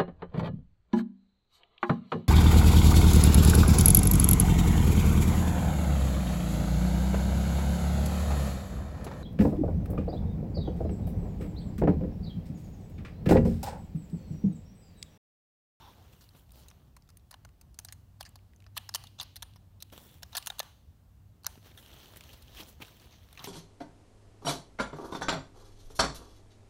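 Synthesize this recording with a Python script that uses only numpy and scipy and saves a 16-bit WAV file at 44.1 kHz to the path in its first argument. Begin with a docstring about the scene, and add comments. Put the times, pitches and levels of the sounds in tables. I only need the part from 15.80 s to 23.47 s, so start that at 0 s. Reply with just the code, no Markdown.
"""Wet grass in front of an open wooden shed. A prone shooter loads a bolt-action rifle, works the bolt
and gets up. Chattering steel contacts drive the modes of stock, action and small parts; the bolt rings.
Cloth rustles and rubs, folds and stems crackle, elbows and boots thud. The shed echoes the rifle
over distant traffic rumble and a wavering engine note."""
import sys
import numpy as np
from scipy import signal
from scipy.fft import rfft, irfft
from scipy.io import wavfile
from scipy.ndimage import uniform_filter1d

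SR = 44100
rng = np.random.default_rng(int(sys.argv[2]) if len(sys.argv) > 2 else 0)


def generate_wav(signal):
    """Clip the signal to [-1, 1] and save it as 16-bit WAV at the path in sys.argv[1]."""
    frames = np.transpose(np.atleast_2d(signal))
    scaled = np.clip(frames, -1, 1) * 32767
    pcm = np.round(scaled).astype(np.int16)
    wavfile.write(sys.argv[1], SR, pcm)


N = 338247

# Traffic and open air. Each row: frequency in Hz, relative density in dB.
AIR_SPECTRUM = [(26, -25), (48, -3), (74, -4.5), (104, -9), (225, -21.5), (381, -31.5), (503, -35),
                (646, -33.5), (784, -35), (2310, -47), (2880, -46), (10600, -52.5), (15200, -47.5),
                (16500, -54)]
# Far engine. Each row: time in seconds, level in dB.
ENGINE_LEVELS = [(0, -69), (1.8, -78), (2.1, -55), (2.7, -62), (2.9, -54), (4.0, -56.5), (4.7, -82.5),
                 (5.4, -58.5), (6.9, -77), (7.67, -61)]
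# Shed decay. Each row: frequency in Hz, t60 in seconds.
SHED_DECAY = [(300, 1), (1000, 0.37), (2200, 0.48), (3000, 0.72), (6000, 0.76), (16000, 0.65)]
# Echo colour. Each row: frequency in Hz, relative gain in dB.
SHED_SPECTRUM = [(300, -11), (900, 9.5), (2000, -0.5), (2550, -3), (2850, -0.5), (3400, -7.5), (4200, -5),
                 (5000, -10.5), (6500, -10), (7800, -7.5), (9200, -5.5), (16000, -2.5)]
# Cloth friction. Each row: frequency in Hz, relative density in dB.
CLOTH_SPECTRUM = [(120, 6), (220, 5), (650, 1.5), (1800, -5.5), (2500, -7), (2950, -2), (4250, -5),
                  (4800, -10.5), (6200, -8.5), (7600, -18.5), (10300, -18.5), (15100, -12.5), (16000, -15)]
# Cloth pressure, one curve a movement. Each row: time in seconds, relative mid-band level in dB.
REACH_LEVELS = [(0, -63), (.12, -65), (.15, -68), (.33, -70), (.5, -82), (.56, -73), (.66, -95), (.76, -77),
                (.84, -69), (.93, -72), (1.1, -83)]
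SLEEVE_LEVELS = [(4.12, -66), (4.14, -61.5), (4.25, -63.5), (4.36, -66.5), (4.42, -76.5), (4.5, -71.5),
                 (4.545, -65)]
GET_UP_LEVELS = [(5.69, -73), (5.74, -66), (5.8, -78), (5.86, -58.5), (5.94, -68.5), (6.0, -64.5),
                 (6.12, -60.5), (6.21, -59), (6.27, -60), (6.4, -63), (6.51, -59), (6.66, -66), (6.71, -63),
                 (6.76, -60), (6.89, -62.5), (6.98, -73), (7.05, -58), (7.18, -65.5), (7.25, -61),
                 (7.3, -69.5), (7.41, -69), (7.46, -68.5), (7.55, -65.5), (7.6, -62), (7.67, -58)]
# Sleeve, elbow, knee and boot scuffs. Each row: peak time in seconds, relative mid-band level in dB,
# rise and fall in seconds, hiss and body in dB against the mid band.
CLOTH_SCUFFS = [(.335, -67, 0.025, 0.016, 4, -6), (.44, -68, 0.16, 0.085, 4.5, -4),
                (.57, -67, 0.05, 0.097, 4, 4), (.79, -67.5, 0.082, 0.072, 8, 6.5),
                (4.127, -54, 0.0014, 0.015, 3, 6.5), (6.0, -67.5, 0.059, 0.075, 10, 6),
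                (6.371, -54.5, 0.0059, 0.015, 5.5, -3), (6.809, -46.5, 0.06, 0.022, -1, -2.5),
                (6.89, -58, 0.03, 0.035, 6.5, -4), (7.022, -45.5, 0.0084, 0.014, -2, 4.5),
                (7.34, -60.5, 0.078, 0.086, -14, -1), (7.651, -46, 0.02, 0.059, 0, -6.5)]
# Hand, sleeve and sling rubs. Each row: start and end in seconds, pitch and width in Hz, level in dB.
HOLLOW_RUBS = [(0, 0.128, 950, 260, -58.5), (0, 0.135, 3600, 420, -65.5), (0, 0.124, 5570, 500, -76),
               (0.145, 0.248, 765, 200, -67.5), (0.728, 0.873, 4540, 2500, -69.5),
               (4.138, 4.363, 3450, 300, -71.5), (6.02, 6.25, 3040, 495, -69),
               (6.483, 6.53, 2900, 600, -56), (6.761, 6.826, 2930, 900, -52.5),
               (7.016, 7.043, 2500, 1310, -39.5), (7.6, 7.655, 1150, 600, -53)]
# Fingers, folds, stems and sling. Each row: start in seconds, peak in dB, pitch in Hz.
FAINT_CRACKLES = [(0.441, -52, 4500), (0.693, -58, 2460), (.706, -56, 3850), (0.9016, -49, 5700),
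                  (1.222, -53.5, 4640), (1.276, -62, 3600), (1.396, -63, 4050), (1.69, -55, 1670),
                  (2.589, -54.5, 2520), (2.734, -56, 1880), (2.761, -53, 6200), (2.8026, -52.5, 2940),
                  (2.8223, -54, 2200), (2.841, -54, 2500), (3.7357, -52, 3530), (4.1, -53, 3020),
                  (4.134, -45, 3220), (4.6302, -48, 3930), (6.061, -41, 3040), (6.17, -52, 3400),
                  (6.201, -45, 3270), (6.257, -42, 2930), (6.4078, -37, 2920), (6.681, -48, 3000),
                  (6.762, -50, 4200), (6.804, -41, 3280), (6.833, -42.5, 5500), (7.048, -45, 2940),
                  (7.082, -48, 1500), (7.198, -50, 4560), (7.309, -49, 3800), (7.326, -54, 4500),
                  (7.356, -66, 4800), (7.384, -55, 3300), (7.509, -54, 2600), (7.553, -49, 2000),
                  (7.624, -49, 4200)]
# Bolt, elbow, knee and boot knocks. Each row: start in seconds, level in dB, pitch in Hz, t60 in seconds.
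DULL_KNOCKS = [(0.319, -66, 166, 0.025), (0.549, -45.5, 147, 0.03), (4.124, -47, 288, 0.064),
               (5.756, -37.5, 725, 0.0065), (5.776, -39.5, 194, 0.011), (6.797, -46.5, 313, 0.12),
               (6.823, -44, 213, 0.072), (7.002, -47.5, 280, 0.085), (7.02, -50, 115, 0.07),
               (7.601, -47.5, 149, 0.053), (7.643, -38.5, 177, 0.036)]
# Bolt ringing. Each row: start in seconds, level in dB, seconds until a touch damps it.
BOLT_RINGS = [(2.049, -67, .036), (2.976, -65, .05), (3.09, -67, .05), (3.149, -54, .09), (3.623, -65, .12),
              (4.431, -79, .05), (4.57, -56, .05), (4.671, -64, .03), (4.702, -68, .04),
              (5.667, -61, 0.032)]
# Wooden stock, steel action, small parts. Each row: frequency in Hz, width in Hz, relative gain in dB.
STOCK_MODES = [(683, 200, -4.5), (800, 240, -3), (1110, 390, -9.5), (1745, 53, -10)]
ACTION_MODES = [(2790, 305, -1), (3450, 810, -7.5), (4190, 620, 2), (5260, 380, -5), (6180, 800, -3)]
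SMALL_PART_MODES = [(8360, 1200, 0.5), (9660, 220, 5.5), (11500, 380, -9.5), (12940, 6500, 0),
                    (16140, 690, -5)]
# Metal contacts. Each row: start in seconds, action level over 5 ms in dB, struck part in Hz, stock in dB
# against the action, stock pitch in Hz, small parts in dB against the action, nominal decay in seconds.
CONTACTS = [(0.409, -58, 4540, -5, 1460, -9, 0.094), (0.489, -59.5, 4500, -24, 670, -7, 0.016),
            (0.718, -67.5, 7100, -18, 700, 11, 0.022), (0.883, -53.5, 6240, -28, 930, -1, 0.028),
            (0.912, -83.5, 2430, 26, 890, -9, 0.0091), (1.165, -60.5, 4200, 5.5, 950, 0, 0.031),
            (1.2888, -61, 4700, -2, 1310, -0.5, 0.047), (1.301, -63.5, 4670, -6, 1100, 0, 0.016),
            (1.37, -61, 6460, -20, 1250, 7, 0.019), (1.5091, -54.5, 4570, -8, 1000, -1, 0.02),
            (1.512, -54, 4800, -1.5, 1300, 2, 0.027), (1.526, -66.5, 3800, 12, 990, -4, 0.042),
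            (1.5403, -53, 2920, 4.5, 960, -5, 0.017), (1.6487, -59, 6000, 7.5, 1330, -24, 0.021),
            (1.8114, -59.5, 6240, -4.5, 800, 3, 0.031), (1.9426, -63.5, 4400, -6, 1000, 0, 0.028),
            (1.988, -40.5, 6330, -11, 1720, -1.5, 0.016), (1.995, -56, 6100, -1.5, 1430, 5, 0.026),
            (2.0477, -48, 4000, -5.5, 1340, 6.5, 0.028), (2.0849, -49, 4240, -4, 1720, -12, 0.021),
            (2.092, -64, 4430, 4, 1700, -5, 0.082), (2.1232, -46.5, 6440, -4.5, 1700, 4, 0.034),
            (2.408, -43, 3430, 1.5, 905, -2, 0.025), (2.4275, -51, 2800, -20, 1100, -2, 0.014),
            (2.451, -50.5, 4920, -7, 1790, -12, 0.042), (2.4605, -53, 4770, 0, 1770, -7, 0.052),
            (2.49, -78, 6200, -8, 950, 20, 0.021), (2.556, -53.5, 4160, -1, 960, -9.5, 0.025),
            (2.864, -60, 5000, 2.5, 800, -23, 0.025), (2.9712, -39.5, 3900, -11, 870, -6, 0.024),
            (2.9753, -33.5, 3140, -10.5, 1760, -1.5, 0.021), (3.09, -38.5, 5270, -7, 1740, -4.5, 0.018),
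            (3.1392, -37, 4670, -13, 1650, -11, 0.048), (3.1557, -33.5, 3050, -9, 1750, -4, 0.023),
            (3.238, -53, 4100, 0, 835, -4.5, 0.02), (3.269, -51.5, 3700, -21, 1000, -18, 0.021),
            (3.398, -33, 3540, -12.5, 1340, -24, 0.03), (3.411, -38, 4600, -10, 1960, -6.5, 0.0074),
            (3.4142, -45, 4170, -2, 1110, -4, 0.068), (3.4284, -46.5, 4960, -14, 970, 0, 0.02),
            (3.564, -44.5, 4060, -15, 1920, -1.5, 0.032), (3.6222, -42.5, 3340, -12, 1770, -6, 0.022),
            (3.626, -42, 3470, -3.5, 1740, -1.5, 0.024), (3.759, -60.5, 5240, 2.5, 930, -6, 0.036),
            (4.0026, -54.5, 3960, -18, 1500, -6, 0.063), (4.0232, -42.5, 3900, -15, 786, 1, 0.021),
            (4.4227, -55, 3700, 3, 684, -3, 0.061), (4.4303, -41.5, 5300, -6.5, 1670, -13, 0.017),
            (4.5676, -30.5, 4700, -13.5, 1040, 1.5, 0.04), (4.574, -34.5, 4250, -7.5, 1760, -4, 0.018),
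            (4.5791, -38, 3660, -4.5, 734, 2.5, 0.022), (4.625, -49.5, 2800, -20, 2100, -8, 0.013),
            (4.6603, -45, 6940, -8.5, 1310, 1.5, 0.016), (4.67, -35.5, 6400, -5, 1430, 2, 0.031),
            (4.719, -68, 3370, 14, 1490, -16, 0.022), (4.784, -49, 3870, -4, 1027, -6, 0.055),
            (4.793, -34.5, 6260, -17, 1730, 0.5, 0.0027), (4.8, -32, 3580, -1.5, 610, -11, 0.02),
            (4.829, -63, 3320, 11, 910, 6, 0.014), (5.634, -62, 4330, -15, 1300, -2, 0.012),
            (5.644, -47, 4370, -3, 1300, -10, 0.023), (5.6586, -45.5, 4020, 2, 1440, -24, 0.061),
            (5.6653, -31.5, 6030, -6, 1260, 0, 0.0095), (5.974, -48.5, 3340, -6.5, 1870, -6, 0.073),
            (6.359, -63, 2980, -6, 1290, 7, 0.017), (6.4367, -52.5, 2900, -7, 1220, -6, 0.032),
            (6.5292, -54, 4000, -24, 1610, 0.5, 0.065), (6.622, -57.5, 4000, -15, 730, 2, 0.033),
            (7.5273, -57, 3660, -0.5, 1210, 1.5, 0.017), (7.574, -48, 2430, -3, 1760, -27, 0.06),
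            (7.592, -46.5, 2930, -2.5, 1140, -25, 0.036), (7.6413, -41.5, 5260, -2.5, 2030, 0.5, 0.027)]
# Parts sliding home. Each row: as in CONTACTS, then rise in seconds.
SLIDES = [(2.39, -59, 3720, 3, 1000, 6, 0.025, 0.017), (2.941, -58, 4000, -9, 1000, -2, .02, 0.023),
          (2.962, -42, 3050, 3, 940, -4, 0.057, 0.0055), (3.147, -31, 4770, -5.5, 950, -4, 0.029, 0.0014),
          (3.38, -47, 3480, -8, 765, -23, 0.037, 0.0092), (3.557, -47.5, 3740, -7, 1780, -2, 0.047, 0.0017),
          (4.526, -48, 3670, -4.5, 1110, -22, 0.068, 0.0034),
          (4.546, -35, 3440, -2, 1560, -9, 0.041, 0.0069),
          (4.699, -35.5, 3500, -4, 1440, -12, 0.017, 0.0032)]


def gain_of(db):
    """Decibels to amplitude."""
    return 10 ** (np.asarray(db) / 20)


def unit_rms(x):
    """Scales to rms 1."""
    return x / np.sqrt(np.mean(abs(x) ** 2) + 1e-20)


def curve_at(points, hz):
    """Interpolates a table over log frequency."""
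    table_hz, value = np.transpose(points)
    return np.interp(np.log(hz + 1), np.log(table_hz + 1), value)


def add(mix, start_s, sound):
    """Mixes a sound in at start_s."""
    part = mix[round(start_s * SR):][:len(sound)]
    part += sound[:len(part)]


def resonance(hz, centre_hz, width_hz):
    """Complex response of one mode."""
    return 1 / (1 + 1j * (hz ** 2 - centre_hz ** 2) / (hz + 1) / width_hz)


def modes(table, hz, coupling):
    """Sum of modes; the contact point sets the sign and strength of each."""
    return sum(np.sign(drive) * gain_of(db + 0.63 * min(abs(drive), 1.5)) * resonance(hz, mode_hz, width)
               for (mode_hz, width, db), drive in zip(table, coupling))


def noise(db, size):
    """Noise from random short-time spectra; db is bins x frames."""
    real, imag = rng.standard_normal((2,) + db.shape[::-1]).transpose(0, 2, 1)
    return signal.istft((real + 1j * imag) * gain_of(db), nperseg=size, noverlap=size * 3 // 4)[1][:N]


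def patches(frames, bins, long, wide):
    """Random blobs over time and frequency, rms 1."""
    streaks = uniform_filter1d(rng.standard_normal((frames, bins)), long, axis=0)
    return unit_rms(uniform_filter1d(streaks, wide, axis=1)).T


def air(level_db=-57):
    """Distant traffic rumble and faint open-air hiss."""
    frames, hz = N // 512 + 5, np.fft.rfftfreq(2048, 1 / SR)
    spectrum_db = curve_at(AIR_SPECTRUM, hz)[:, None] + patches(frames, len(hz), long=8, wide=12)
    return gain_of(level_db) * unit_rms(noise(spectrum_db, size=2048))


def engine(pitch_hz=97, waver_hz=1.56):
    """A far engine: one wavering note that swells and fades."""
    drift = unit_rms(uniform_filter1d(uniform_filter1d(rng.standard_normal(N), 5000), 5000))
    note = np.sin(2 * np.pi * np.cumsum(pitch_hz + waver_hz * drift) / SR)
    return gain_of(np.interp(np.arange(N) / SR, *np.transpose(ENGINE_LEVELS))) * note


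def shed_echo(sound, pattern, gap_s=0.009, turn_s=0.693):
    """Sparse echoes off posts and roof; each band dies at its own rate."""
    taps = np.zeros(SR)
    arrivals = np.arange(0, SR - 20, 20) + rng.integers(0, 20, (SR - 1) // 20)
    taps[arrivals] = rng.choice([-1., 1.], len(arrivals))
    hz, t, spectra = signal.stft(taps, SR, nperseg=256)
    build = np.clip((t - gap_s) / 0.0094, 0, 1)
    far_end = 1 + 0.41 * np.exp(-((t - 0.08) / 0.052) ** 2)
    decay_db = curve_at(SHED_SPECTRUM, hz)[:, None] - 60 * t / curve_at(SHED_DECAY, hz)[:, None]
    echo = signal.istft(spectra * build * far_end * gain_of(decay_db), SR, nperseg=256)[1]
    # Patterns 0 and 1 take turns as the shooter shifts.
    share = np.cos(np.pi * (np.arange(N) / SR / turn_s + pattern / 2))
    return signal.fftconvolve(sound * share, echo / np.linalg.norm(echo))[:N]


def cloth_power(t, scuff_drop_db=13.5):
    """Friction power of movements and scuffs in three bands: mid, hiss, body."""
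    power = np.full((3, len(t)), 1e-12)
    movements = (REACH_LEVELS, -2, 6.5), (SLEEVE_LEVELS, 3.5, 2), (GET_UP_LEVELS, -1.8, 1.8)
    for curve, hiss_db, body_db in movements:
        times_s, level_db = np.transpose(curve)
        bands_db = np.interp(t, times_s, level_db) + np.array([[0], [hiss_db], [body_db]])
        power += gain_of(2 * bands_db) * ((t >= times_s[0]) & (t <= times_s[-1]))
    for peak_s, level_db, rise_s, fall_s, hiss_db, body_db in CLOTH_SCUFFS:
        mid_db = level_db - scuff_drop_db * np.maximum((peak_s - t) / rise_s, (t - peak_s) / fall_s)
        power += gain_of(2 * (mid_db + np.array([[0], [hiss_db], [body_db]])))
    return power


def cloth(fibres_per_s=120):
    """Patchy friction hiss; blades and folds snap as broadband grains, fibres let go."""
    frames, hz = N // 64 + 5, np.fft.rfftfreq(256, 1 / SR)
    bands = (hz > 1700) & (hz < 7000), hz >= 7000, hz <= 1700
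    colour_db = curve_at(CLOTH_SPECTRUM, hz)
    db = np.zeros((len(hz), frames))
    for band, power in zip(bands, cloth_power(np.arange(frames) * 64 / SR)):
        db[band] = colour_db[band, None] + 10 * np.log10(power / np.sum(gain_of(2 * colour_db[band])))
    snaps_db = 1.45 * np.minimum(rng.exponential(1, frames), 4)
    db += snaps_db * np.clip(0.63 + 1.03 * patches(frames, len(hz), long=1, wide=14), 0, 2)
    db += 1.67 * patches(frames, len(hz), long=14, wide=6)
    fibres = rng.exponential(1, N) * (rng.random(N) < fibres_per_s / SR)
    grit = 30 * uniform_filter1d(fibres, 30)
    return gain_of(-2.5) * noise(db, size=256) * (1 + 0.7 * grit)


def rub(length_s, pitch_hz, width_hz, level_db, rise_s=0.0087, stop_s=0.041):
    """Friction noise through a hollow resonance, stopping short."""
    t, hz = np.arange(16384) / SR, np.fft.rfftfreq(16384, 1 / SR)
    hollow = irfft(rfft(rng.standard_normal(len(t))) * resonance(hz, pitch_hz, width_hz) ** 2)
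    envelope = np.clip(np.minimum(t / rise_s, (length_s - t) / stop_s), 0, 1)
    return gain_of(level_db) * unit_rms(hollow) * envelope


def crackle(peak_db, pitch_hz, t60_s=0.01, low_hz=700, high_hz=6000):
    """A brief noise burst, part broad, part resonant."""
    t, hz = np.arange(2048) / SR, np.fft.rfftfreq(2048, 1 / SR)
    burst = rfft(rng.standard_normal(len(t)) * np.minimum(t / 0.0011, 1) * gain_of(-60 * t / t60_s))
    broad = unit_rms(irfft(burst * (1j * hz / (low_hz + 1j * hz)) ** 2 / (high_hz + 1j * hz) ** 2))
    pitched = unit_rms(irfft(burst * resonance(hz, pitch_hz, width_hz=400)))
    sound = pitched + gain_of(-8) * broad
    return gain_of(peak_db) * sound / abs(sound).max()


def thud(level_db, pitch_hz, t60_s, rise_s=0.00078):
    """A damped low push with a dull puff of soil."""
    t = np.arange(6000) / SR
    band = signal.butter(1, [0.55 * pitch_hz, 2.3 * pitch_hz], "band", fs=SR)
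    puff = unit_rms(signal.lfilter(*band, rng.standard_normal(len(t))))
    push = np.sin(2 * np.pi * pitch_hz * t)
    return gain_of(level_db - 60 * t / t60_s) * (push + 0.67 * puff) * (1 - np.exp(-t / rise_s))


def bolt_ring(level_db, free_s, pitch_hz=9260, t60_s=0.22):
    """The loose bolt's long high mode flutters until a touch damps it."""
    t = np.arange(12000) / SR
    gate = np.minimum(t / 0.0021, 1) * np.clip((free_s - t) / 0.008 + 1, 0, 1)
    flutter_db = 5 * unit_rms(uniform_filter1d(rng.standard_normal(len(t)), 150))
    return gain_of(level_db + flutter_db - 60 * t / t60_s) * np.sin(2 * np.pi * pitch_hz * t) * gate


def click(level_db, part_hz, stock_db, stock_hz, small_db, decay_s, rise_s=0.0011):
    """Contact chatter drives the rifle's modes. Returns the direct sound and the snap sent all around."""
    t, hz = np.arange(4096) / SR, np.fft.rfftfreq(4096, 1 / SR)
    grit, clumps = rng.standard_normal((2, len(t)))
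    coupling = rng.standard_normal(16)
    chatter = grit * gain_of(2 * unit_rms(uniform_filter1d(clumps, 12)))
    fall_db = -60 * (np.maximum(t - rise_s, 0) / (0.78 * decay_s)) ** 1.56  # holds, then stops short
    first_blow = 1 + 0.73 * np.exp(-abs(t - rise_s) / 0.00076)
    envelope = np.minimum(t / rise_s, 1) ** 2 * gain_of(fall_db) * first_blow

    radiation = (1j * hz / (400 + 1j * hz)) ** 4  # a slim object radiates no bass
    struck = resonance(hz, part_hz, 500)
    stock = radiation * (modes(STOCK_MODES, hz, coupling) + gain_of(-0.5) * resonance(hz, stock_hz, 330))
    action = radiation * (modes(ACTION_MODES, hz, coupling[4:]) + gain_of(8.5) * struck)
    small_parts = modes(SMALL_PART_MODES, hz, coupling[9:])
    small_parts /= (1 + 1j * hz / (2.7 * part_hz)) ** 2  # deep parts are duller on top
    bare_contact = (1j * hz / (930 + 1j * hz)) ** 2
    groups = (stock, 1, stock_db), (action, 1, 0), (small_parts, 1.4, small_db), (bare_contact, 1.6, -21)
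    direct = 0
    for response, damping, group_db in groups:
        direct += gain_of(group_db) * unit_rms(irfft(rfft(chatter * envelope ** damping) * response))
    ground_notch = 1 - 0.3 * gain_of(0.0071) * resonance(hz, 8000, 1200)
    direct = irfft(rfft(direct) * ground_notch)

    around_db = curve_at([(1500, stock_db + 5), (2500, 0), (6500, 0), (8000, small_db - 3)], hz)
    snap = irfft(gain_of(around_db) * (1 + gain_of(9.5) * abs(struck)))
    snap = np.roll(unit_rms(snap), 200)
    scale = gain_of(level_db) * np.sqrt(0.005 / t[-1]) * (t < 0.08)
    return scale * direct, scale * snap


def scene():
    """Rifle, body and cloth over the background; only clicks and rings reach the shed."""
    near, around = np.zeros((2, N))
    for start_s, *row in CONTACTS + SLIDES:
        direct, snap = click(*row)
        add(near, start_s, direct)
        add(around, start_s, snap)
    for start_s, *row in BOLT_RINGS:
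        tone = bolt_ring(*row)
        add(near, start_s, tone)
        add(around, start_s, gain_of(6) * tone)
    for start_s, *row in DULL_KNOCKS:
        add(near, start_s, thud(*row))
    for start_s, *row in FAINT_CRACKLES:
        add(near, start_s, crackle(*row))
    for start_s, end_s, *row in HOLLOW_RUBS:
        add(near, start_s, rub(end_s - start_s, *row))
    echo = sum(shed_echo(around, pattern) for pattern in range(2))
    return (near + gain_of(-15.5) * echo + cloth() + air() + engine())[None]


def record(dry):
    """The microphone drops the deepest bass; the top is shelved down, then cut."""
    bass_hz, shelf_hz, top_hz = 40, 15800, 16750
    dry = signal.sosfilt(signal.butter(3, bass_hz, "high", fs=SR, output="sos"), dry)
    below_shelf = signal.oaconvolve(dry, signal.firwin(301, shelf_hz, fs=SR)[None], "same")
    shelved = below_shelf + gain_of(-26) * (dry - below_shelf)
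    top_cut = signal.firwin(1023, top_hz, window=("kaiser", 10), fs=SR)
    return signal.oaconvolve(shelved, top_cut[None], "same")


dry = scene()
out = record(dry)
generate_wav(out)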